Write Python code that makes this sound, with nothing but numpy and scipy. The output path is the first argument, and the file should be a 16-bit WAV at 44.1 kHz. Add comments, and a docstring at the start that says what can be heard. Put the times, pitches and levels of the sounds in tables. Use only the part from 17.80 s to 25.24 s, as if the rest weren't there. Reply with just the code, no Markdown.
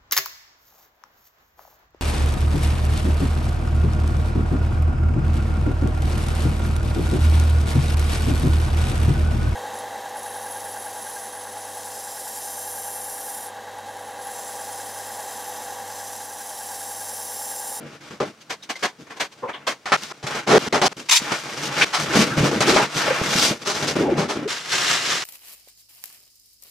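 """Unpacking a large carton

On a concrete workshop floor, at time-lapse pace, sounds are short and often stop dead. Plastic straps
are cut and whipped away; the carton is tipped, knocked and dragged, and its walls thump and groan as
it slides off its foam tray; a thin plastic bag is pulled off the machine inside. Impacts and stick-slip
friction excite the damped modes of walls, straps and a hard edge, while the film crinkles by buckling."""
import sys
import numpy as np
from scipy import signal
from scipy.fft import rfft, irfft, next_fast_len
from scipy.io import wavfile
from scipy.ndimage import uniform_filter1d, minimum_filter1d

SR = 44100
rng = np.random.default_rng(int(sys.argv[2]) if len(sys.argv) > 2 else 0)


def to_wav(s):
    """Save 16-bit WAV."""
    ch = np.atleast_2d(s).T  # columns
    pcm = np.round(np.clip(ch, -1, 1) * 32767)  # PCM
    wavfile.write(sys.argv[1], SR, pcm.astype(np.int16))


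N = 328104
TIME = np.arange(N) / SR
FFT_SIZE = next_fast_len(N)
FREQS = np.maximum(np.arange(FFT_SIZE // 2 + 1) * SR / FFT_SIZE, 1)
BLOW_RISE_S = 0.00226

# Each level_db is relative within its source; boom_db (bass) and hiss_db (treble) are offsets from it.
# Sharp blows on the carton: start_s, fall_s, level_db, boom_db, hiss_db
BLOWS = [(0.401, 0.039, -21, 3.5, -10.5), (2.056, 0.069, -23.5, -14, -7.5), (2.119, 0.063, -12, -13, -11.5),
         (2.233, 0.0031, -35, -14, 11), (2.427, 0.075, -33.5, -1.5, -3.5), (2.466, 0.024, -29, -4, 3),
         (2.674, 0.099, -27.5, 8, -1), (2.925, 0.048, -12.5, -1, -6.5), (3.015, 0.047, -14.5, -.5, -3.5),
         (3.998, .015, -19.5, -18, 0), (4.713, 0.031, -25.5, 10, -1), (4.805, .024, -15, -1.5, 0.5),
         (4.961, 0.043, -12, -5, -15.5), (5.412, 0.0085, -31, 15, -10), (6.155, 0.057, -31.5, 10, -16)]
# The carton is shoved or a flap bent open: start_s, length_s, level_db, boom_db, hiss_db
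SHOVES = [(1.62, .05, -36, 7, -24), (2.298, 0.078, -27, -10, -18), (2.545, 0.03, -24, -1, -5),
          (2.663, 0.24, -12.5, 2.5, -7.5), (2.864, .033, -28, -1, -7), (3.056, 0.025, -20.5, -2, 5),
          (3.108, 0.079, -30.5, -4, -3), (3.515, 0.023, -20.5, 0.5, -4), (4, 0.065, -20, -14, 2),
          (4.124, 0.067, -16.5, -20, -3.5), (4.32, 0.083, -18.5, -2, -2), (4.642, 0.044, -23, 0, -3.5),
          (4.859, 0.13, -19.5, 1, 4.5), (5.847, 0.12, -23.5, -4, 2), (6.069, 0.042, -24.5, 1, 6.5),
          (6.364, 0.074, -20, 5, -4.5), (6.48, 0.069, -22.5, -0.5, -2)]
# The carton sticks and slips almost evenly: start_s, rise_s, fall_s, slips_per_s, level_db, bright_hz
JUDDERS = [(4.0, 0.048, .025, 370, -9, 4150), (4.343, 0.013, 0.053, 143, -15.5, 690)]
# Soft heavy bumps of carton and boots: start_s, level_db, pitch_hz, t60_s
THUMPS = [(2.44, -29, 140, 0.094), (2.875, -22.5, 225, 0.035), (3.417, -29, 210, 0.04),
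          (4.231, -29.5, 169, 0.067), (4.354, -16.5, 207, .13), (4.39, -14.5, 221, 0.16),
          (4.514, -29, 140, 0.14), (4.579, -16.5, 150.2, 0.18), (4.606, -15.5, 136, .078),
          (4.633, -12, 165, 0.041), (4.759, -21.5, 220, .1), (4.962, -11, 202, 0.025),
          (5.159, -28.5, 153, 0.085), (5.414, -11, 138, 0.015), (5.556, -13, 207, 0.022),
          (5.71, -16, 240, 0.027), (6.38, -24.5, 167, 0.23), (6.572, -15, 276, 0.019)]
# A rubbed wall or strap catches: start_s, length_s, pitch_hz, level_db
GROANS = [(.401, .028, 480, -20), (1.625, 0.048, 980, -27), (1.626, 0.05, 501, -26),
          (1.67, 0.054, 2200, -38), (1.728, 0.044, 3210, -35.5), (2.718, 0.09, 430, -9),
          (2.925, 0.067, 779, -18.5), (3.018, 0.087, 798, -18), (4.006, 0.024, 1600, -16),
          (4.012, 0.027, 2300, -10.5), (4.016, 0.032, 3290, -19.5), (4.499, 0.071, 1453, -26),
          (4.862, 0.096, 376, -13), (4.985, .042, 899, -17.5), (5.275, 0.019, 565, -16.5),
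          (5.305, 0.014, 550, -12.5), (6.185, 0.093, 400, -18.5), (6.197, 0.13, 290.3, -22),
          (6.209, .15, 795, -26.5), (6.27, .05, 520, -18.5), (6.316, 0.02, 365, -12.5),
          (6.65, .04, 425, -21)]
# Brief rubs of hands, boots and cardboard: start_s, contact_s, level_db, boom_db, hiss_db
RUBS = [(0, .04, -44.5, 9, -12), (.06, 0.085, -45.5, 1, -6.5), (0.204, 0.074, -44, -2, -4),
        (.3, 0.038, -42.5, 3.5, -5.5), (.45, 0.028, -44, 3.5, -3.5), (.985, 0.038, -46, -17, 1.5),
        (1.185, 0.03, -53.5, 10.5, 0.5), (1.265, 0.09, -48.5, -4, -9), (1.57, 0.045, -52.5, -1, -4),
        (1.77, 0.096, -47, -4, -29), (2.167, 0.133, -40, -6, 1.5), (2.327, 0.091, -55, -3, -3),
        (2.46, 0.14, -30.5, -7.5, -7.5), (2.785, 0.084, -31.5, -2.5, -3), (2.888, .03, -53, 4, -5),
        (3.084, .04, -46, -1, -3), (3.163, 0.042, -42, 2.5, 1), (3.25, 0.055, -50, -2, 4),
        (3.96, .09, -24, -4, -17), (4.051, .14, -34.5, -10, -3.5), (4.181, 0.055, -32, -0.5, 0.5),
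        (4.254, 0.19, -26, -2.5, -7.5), (4.35, 0.064, -22, 0.5, 0.5), (4.46, 0.13, -32, 2, -4.5),
        (4.565, .12, -26.5, 5, -4), (4.72, 0.14, -29.5, 5, -6), (4.81, 0.22, -22.5, -5, -7.5),
        (5.0, .02, -37, -16.5, -14), (5.94, 0.069, -30, -4.5, -2.5), (6.02, 0.09, -29, 2, -2.5),
        (6.151, 0.07, -29, 7, -6.5), (6.22, .22, -34, 7.5, -13), (6.548, 0.083, -35.5, 7, -12)]
# Two drags, the carton walked round and then lifted off its tray: time_s, level_db, boom_db, hiss_db
DRAGS = [
    [(3.4, -32, -13, -10), (3.422, -32.5, -5, 0), (3.47, -28.5, -10, -5.5), (3.528, -21.5, -13, -9),
     (3.608, -39, -10, 1), (3.668, -32, -7, -4.5), (3.75, -37.5, -3.5, -1.5), (3.774, -34, -5, -2),
     (3.876, -32, -2.5, 2.5), (3.9, -30.5, -0.5, -9), (3.99, -24, -22, -2)],
    [(5.07, -42, 5, -12), (5.092, -37, -17.5, -6.5), (5.18, -24, -1, 1.5), (5.212, -22, -11, -5),
     (5.306, -23.5, -7.5, -9), (5.376, -22.5, -14, -8.5), (5.404, -25.5, -4.5, -5.5), (5.674, -24, -6, 7),
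     (5.726, -32.5, 8.5, -0.5), (5.79, -47, -4, -2), (5.83, -40.5, -1, -1)],
]
# Straps cut and whipped over the carton: start_s, level_db, hiss_db
STRAP_PULLS = [(0.602, -53, 10.5), (.694, -23, -0.5), (0.822, -49, 12.5), (0.89, -25.5, -0.5),
               (0.95, -37, 2.5), (1.023, -17.5, -3.5), (1.296, -31, -8.5), (1.359, -38, -1.5),
               (1.396, -18.5, -1), (1.512, -48, 5.5), (1.682, -24.5, -17), (1.734, -27.5, -17),
               (1.866, -17, -2)]
# Taut straps ringing: start_s, pitch_hz, level_db
STRAP_PINGS = [(0.825, 3800, -31.5), (.955, 2080, -22.5)]
# A hard edge skids on concrete: start_s, rise_s, fall_s, level_db, boom_db, hiss_db
SKIDS = [(3.285, 0.013, 0.008, -19, -24, 2), (3.307, 0.0099, 0.038, -13.5, -22, 6.5),
         (3.347, 0.016, 0.019, -17.5, -38, 9)]
# The bag is gathered and pulled off: time_s, level_db
BAG_PULL = [(6.68, -37), (6.706, -27.5), (6.826, -38.5), (6.89, -34), (6.938, -21.5), (7.046, -26),
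            (7.14, -23), (7.208, -30.5), (7.324, -25.5), (7.44, -35)]
# Moments at which any stroke under way stops dead: time_s
DEAD_STOPS = [2.167, 2.325, 2.784, 2.888, 3.083, 3.133, 4.048, 6.684]

# Modes of the carton's walls: centre_hz, width_hz, gain_db
WALL_MODES = [(140, 17.4, 10.5), (234, 44, 3.5), (297, 41, 2), (425, 20, 2.5), (817, 25, 4.5),
              (1200, 38, 0.5)]
# Modes of the skidding edge: centre_hz, width_hz, gain_db
EDGE_MODES = [(946, 34, -4), (2370, 180, -8), (3450, 53, -8), (3700, 120, -7), (4500, 110, -9),
              (5320, 51, -8), (6100, 57, 4.5), (7300, 70, 4), (8050, 29, -6), (8200, 29, -12),
              (10400, 35, -16), (10800, 43, -7)]
# Spectral envelopes of each kind of contact and of still air: frequency_hz, gain_db
SHOVE_SPECTRUM = [(21, -56), (35, -41), (76, -23), (195, -11.5), (265, -11), (420, -1), (503, -6),
                  (617, 3.5), (955, 1.5), (1230, 4.5), (2730, -3.5), (6040, -9), (11500, -28.5),
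                  (14100, -39), (16000, -55)]
SLIDE_SPECTRUM = [(21, -53), (35, -45), (65, -12), (151, -8.5), (180, -4.5), (294, -1), (420, -1.5),
                  (720, -2), (1480, -1.5), (2280, -2.5), (2460, -4.5), (2660, -5), (6040, -8.5),
                  (14400, -32), (16000, -50)]
STRAP_SPECTRUM = [(35, -57), (60, -30), (256, -10.5), (371, -5.5), (579, -1.5), (715, 2.5), (803, 0),
                  (1060, 3), (1200, 2), (2410, -3), (2840, -9.5), (6280, -20), (12700, -38.5), (16000, -52)]
SKID_SPECTRUM = [(120, -67), (200, -39), (394, -29), (548, -27), (916, -6), (1650, -6), (2510, -1.5),
                 (5630, -1), (5940, -4), (11100, -14), (16000, -28)]
BAG_SPECTRUM = [(35, -59), (60, -22), (91, -24), (130, -9), (184, -13.5), (417, -4), (515, -8),
                (1440, -1.5), (5330, -1.5), (7230, -6.5), (13900, -28.5), (14900, -35), (16000, -72)]
AIR_SPECTRUM = [(30, -30), (130, 3), (400, 0), (1500, -8), (6000, -14), (15000, -31)]
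# Stereo width from the room's reflections: frequency_hz, side_to_mid_db
SPREAD = [(100, -22), (300, -18), (550, -10), (1200, -7), (4500, -6), (8000, -5), (14000, -33)]


def shoves():
    """Forced vibration: blows and shoves on gritty concrete drive the hollow carton's wall modes."""
    friction = stick_slip(per_s=1800, size_db=3.5, smooth_db=-10.5, clump_db=1.5)
    gestures = [(stroke(start, BLOW_RISE_S, fall), *levels) for start, fall, *levels in BLOWS]
    gestures += [(swell(start, length), *levels) for start, length, *levels in SHOVES]
    spectrum = reflections(friction, t60_s=0.1, echo_db=5) * gain_curve(SHOVE_SPECTRUM) * wall_response()
    return from_db(-3.5) * play(gestures, spectrum)


def knocks():
    """Impulse response: first contacts and judders ring the panels, and the room slaps back."""
    force = judders()
    for start, _, level_db, boom_db, hiss_db in BLOWS:
        strength = from_db(level_db) * np.linalg.norm(from_db([boom_db, 0, hiss_db]))
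        pulse = contact_pulse(bright_hz=6000 * 2 ** (hiss_db / 4.5))   # an octave per 4.5 dB of hiss
        at = int((start + BLOW_RISE_S / 2) * SR)
        force[at:at + len(pulse)] += strength * pulse
    direct = irfft(rfft(force, FFT_SIZE) * wall_response(), FFT_SIZE)[:N]
    t = TIME[:SR // 8]
    echoes = rng.standard_normal((2, len(t))) * np.exp(-t / 0.022) * (t > .002)
    slap = rms_one(echoes) / np.sqrt(len(t))
    return direct + from_db(-4.5) * signal.fftconvolve(direct[None], slap, axes=1)[:, :N]


def judders():
    """Relaxation oscillation: the carton sticks and slips, giving a nearly periodic train of forces."""
    force = np.zeros(N)
    waver = 1 + .06 * drift(rate_hz=60)
    sizes = from_db(1.5 * rng.standard_normal(N))
    for start, rise, fall, per_s, level_db, bright_hz in JUDDERS:
        slip_count = np.floor(np.cumsum(per_s * waver) / SR)
        slips = np.diff(slip_count, prepend=0) * sizes * stroke(start, rise, fall)
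        force += from_db(level_db) * signal.oaconvolve(slips, contact_pulse(bright_hz))[:N]
    return force


def thumps():
    """Free vibration: a soft blow rings two close wall modes and a weak heave an octave below."""
    out, t = np.zeros(N + SR), TIME[:SR // 2]
    attack = 1 - np.exp(-t / 0.0022)
    for start, level_db, hz, t60 in THUMPS:
        modes = sum(from_db(db) * np.sin(2 * np.pi * hz * ratio * t)
                    for ratio, db in [(0.99, 4), (1.01, 0), (0.5, -25)])
        at = int(start * SR)
        out[at:at + len(t)] += from_db(level_db - 60 * t / t60) * modes * attack
    return out[:N]


def groans(quality_factor=4.2):
    """Friction-fed resonance: slips feed one mode of wall or strap, which holds a fairly even level."""
    out, t = np.zeros((2, N)), TIME[:SR // 2]
    for start, length, hz, level_db in GROANS:
        envelope = swell(start, length)
        on = np.flatnonzero(envelope)[:len(t) * 3 // 4]
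        noise = rng.standard_normal((2, len(t))) + 1j * rng.standard_normal((2, len(t)))
        half_band = signal.butter(2, hz / quality_factor / 2, fs=SR, output="sos")
        amplitude = signal.sosfilt(half_band, noise)
        amplitude /= np.sqrt(np.abs(amplitude) + 1e-12)   # evens out the level
        tone = np.real(amplitude * np.exp(2j * np.pi * hz * t))
        mid, side = rms_one(tone)[:, -len(on):]
        width = from_db(np.interp(hz, *np.transpose(SPREAD)))
        out[:, on] += from_db(level_db - 2) * envelope[on] * (mid + width * side * [[1], [-1]])
    return out


def slides(attack_s=0.0079, release_s=0.037):
    """Sliding friction: cardboard on floor, foam and hands drives the walls in rubs and long drags."""
    friction = stick_slip(per_s=1000, size_db=3, smooth_db=-4.5, clump_db=1.77)
    rubs = [(stroke(start, attack_s, release_s, hold_s=max(contact - attack_s, 0)), *levels)
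            for start, contact, *levels in RUBS]
    drags = [long_gesture(drag) for drag in DRAGS]
    shuffle = (np.ones(N), -58.5, -4, -4)   # faint steady brushing of clothes and cardboard
    spectrum = reflections(friction, t60_s=0.13, echo_db=1.5) * gain_curve(SLIDE_SPECTRUM)
    return from_db(-0.63) * play(rubs + drags + [shuffle], spectrum * wall_response())


def straps(rise_s=0.014, boom_db=-7):
    """Stick-slip friction: ribbed plastic zips over the carton's edges, and the loose end trails on."""
    friction = stick_slip(per_s=3000, size_db=4.5, smooth_db=-7.5, clump_db=3)
    pulls = []
    for start, level_db, hiss_db in STRAP_PULLS:
        fall_s = 0.03 * 2 ** ((level_db + 18) / 31)   # harder pulls last longer
        loose_end = from_db(-33.5) * stroke(start, rise_s, fall_s=0.071)
        pulls.append((stroke(start, rise_s, fall_s) + loose_end, level_db, boom_db, hiss_db))
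    spectrum = reflections(friction, t60_s=0.11, echo_db=5.5) * gain_curve(STRAP_SPECTRUM)
    return from_db(-3) * play(pulls, spectrum)


def skids():
    """Sharp resonance: fast slips on concrete excite a hard edge's lightly damped modes to a screech."""
    friction = stick_slip(per_s=10000, size_db=4.5, smooth_db=1, clump_db=-3.2)
    gestures = [(stroke(start, rise, fall), *levels) for start, rise, fall, *levels in SKIDS]
    modes = sum(from_db(db) * resonance(hz, width) for hz, width, db in EDGE_MODES)
    spectrum = reflections(friction, t60_s=0.13, echo_db=0.5) * gain_curve(SKID_SPECTRUM)
    return from_db(-1.5) * play(gestures, spectrum * (1 + from_db(9.5) * modes))


def bag(boom_db=-12.5, hiss_db=0):
    """Buckling: thin film gives way in a dense crinkle of clicks, with sharper snaps standing out."""
    crinkle = stick_slip(per_s=2000, size_db=4.5, smooth_db=-1.5, clump_db=1.4)
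    snaps = from_db(-3) * stick_slip(per_s=120, size_db=2, smooth_db=-30, clump_db=2)
    spectrum = reflections(crinkle + snaps, t60_s=0.087, echo_db=5) * gain_curve(BAG_SPECTRUM)
    return from_db(0.5) * play([(*long_gesture(BAG_PULL), boom_db, hiss_db)], spectrum)


def strap_pings(t60_s=0.052):
    """String vibration: a strap under tension rings briefly on one damped mode."""
    out, t = np.zeros(N), TIME[:SR // 8]
    attack = 1 - np.exp(-t / 0.0019)
    for start, hz, level_db in STRAP_PINGS:
        at = int(start * SR)
        out[at:at + len(t)] += from_db(level_db - 60 * t / t60_s) * np.sin(2 * np.pi * hz * t) * attack
    return out


def room_tone():
    """Ambient noise: the workshop's air is a faint, steady random signal, strongest in the bass."""
    air = reflections(rng.standard_normal(N), t60_s=0.28, echo_db=-20) * gain_curve(AIR_SPECTRUM)
    return from_db(-55.5) * rms_one(irfft(air, FFT_SIZE)[:, :N])


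def stick_slip(per_s, size_db, smooth_db, clump_db):
    """Poisson process: sudden releases make clumps of uneven clicks over a smooth rub."""
    released = rng.random(N) < per_s / SR
    sizes = from_db(size_db * np.minimum(rng.exponential(1, N), 4)) * rng.choice([-1, 1], N)
    rub = from_db(smooth_db) * rng.standard_normal(N)
    return (rms_one(released * sizes) + rub) * from_db(clump_db * drift(rate_hz=27))


def contact_pulse(bright_hz):
    """Band-limited impulse of height 1: a harder contact reaches higher frequencies."""
    band = signal.butter(2, [180, min(bright_hz, 15000)], "band", fs=SR, output="sos")
    pulse = signal.sosfilt(band, TIME[:SR // 20] == 0)
    return pulse / np.abs(pulse).max()


def wall_response():
    """Modal filtering: the carton's panels lift a few narrow bands."""
    return np.prod([1 + (from_db(db) - 1) * resonance(hz, width) for hz, width, db in WALL_MODES], axis=0)


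def resonance(centre_hz, width_hz):
    """Damped oscillator: the frequency response of one mode, 1 at its peak."""
    return 1 / (1 + 1j * (FREQS ** 2 - centre_hz ** 2) / (FREQS * width_hz))


def reflections(force, t60_s, echo_db):
    """Reverberation: the stereo spectrum of a force smeared by dense, quickly dying echoes."""
    t = TIME[:SR // 4]
    tails = rng.standard_normal((2, len(t))) * from_db(-60 * t / t60_s)
    tails /= np.sqrt(np.sum(tails ** 2, axis=1, keepdims=True))
    tails[0, 0] += from_db(-echo_db)   # the direct path reaches both sides alike
    # Flattened magnitudes keep the colouring light.
    mid, side = [rms_one(np.abs(echo) ** .45) * np.exp(1j * np.angle(echo))
                 for echo in rfft(tails, FFT_SIZE)]
    return rfft(force, FFT_SIZE) * (mid + gain_curve(SPREAD) * side * [[1], [-1]])


def stroke(start_s, rise_s, fall_s, hold_s=0):
    """Force envelope: it builds, holds and eases off, unless a dead stop ends it first."""
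    out = np.zeros(N)
    stop_s = min([s for s in DEAD_STOPS if s > start_s], default=np.inf)
    span = slice(int(start_s * SR), int((start_s + rise_s + hold_s + 5 * fall_s) * SR))
    t = TIME[span] - start_s
    ease = np.exp(-(np.maximum(t - rise_s - hold_s, 0) / fall_s) ** 1.5)
    gate = np.clip((stop_s - start_s - t) / .003, 0, 1)
    out[span] = np.clip(t / rise_s, 0, 1) * ease * gate
    return out


def swell(start_s, length_s, rise_share=.28):
    """Gradual loading: the envelope of a push that builds for a set share of its length."""
    return stroke(start_s, rise_share * length_s, (1 - rise_share) * length_s)


def long_gesture(rows):
    """Sustained contact: an envelope from first row to last, then each level interpolated over time."""
    times, *levels = np.transpose(rows)
    contact = np.interp(TIME, [times[0] - .005, times[0], times[-1], times[-1] + .03], [0, 1, 1, 0])
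    return [contact] + [np.interp(TIME, times, level) for level in levels]


def split_bands(spectrum, boom_hz=550, hiss_hz=3000):
    """Crossover filtering: wall boom, contact rasp and hiss, each of unit power."""
    low = 1 / (1 + (FREQS / boom_hz) ** 6)
    high = 1 / (1 + (hiss_hz / FREQS) ** 6)
    middle = (1 - low) * (1 - high)
    return [rms_one(irfft(spectrum * share, FFT_SIZE)[:, :N]) for share in (low, middle, high)]


def play(gestures, spectrum):
    """Incoherent summation: gestures (envelope, level_db, boom_db, hiss_db) add in power per band."""
    powers = np.zeros((3, N))
    for envelope, level_db, boom_db, hiss_db in gestures:
        for power, offset_db in zip(powers, (boom_db, 0, hiss_db)):
            power += (from_db(level_db + offset_db) * envelope) ** 2
    return sum(np.sqrt(power) * band for power, band in zip(powers, split_bands(spectrum)))


def drift(rate_hz):
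    """Low-pass noise: a smooth random fluctuation of unit power."""
    spectrum = rfft(rng.standard_normal(FFT_SIZE)) / (1 + (FREQS / rate_hz) ** 2)
    return rms_one(irfft(spectrum, FFT_SIZE)[:N])


def gain_curve(points):
    """Spectral envelope: gain at every frequency from (frequency_hz, gain_db) points."""
    hz, db = np.transpose(points)
    return from_db(np.interp(np.log(FREQS), np.log(hz), db))


def from_db(db):
    """Decibels to amplitude ratio."""
    return 10 ** (np.asarray(db) / 20)


def rms_one(x):
    """Normalisation to unit power."""
    return x / np.sqrt(np.mean(x ** 2) + 1e-20)


def scene():
    """Superposition: the handling lies slightly left of centre, over central thumps and the room's air."""
    handling = straps() + strap_pings() + shoves() + knocks() + slides() + skids() + bag() + groans()
    return handling * from_db([[0.27], [-0.27]]) + thumps() + room_tone()


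def record(dry, ceiling=.9, window_s=.003, cutoff_hz=15800):
    """Peak limiting and low-pass filtering: the highest peaks are held down and the top is cut."""
    window = int(window_s * SR)
    allowed_gain = ceiling / np.maximum(np.abs(dry).max(axis=0), ceiling)
    gain = uniform_filter1d(minimum_filter1d(allowed_gain, window), window)
    low_pass = signal.ellip(10, .2, 80, cutoff_hz, fs=SR, output="sos")
    return signal.sosfilt(low_pass, gain * dry)


dry = scene()
out = record(dry)
to_wav(out)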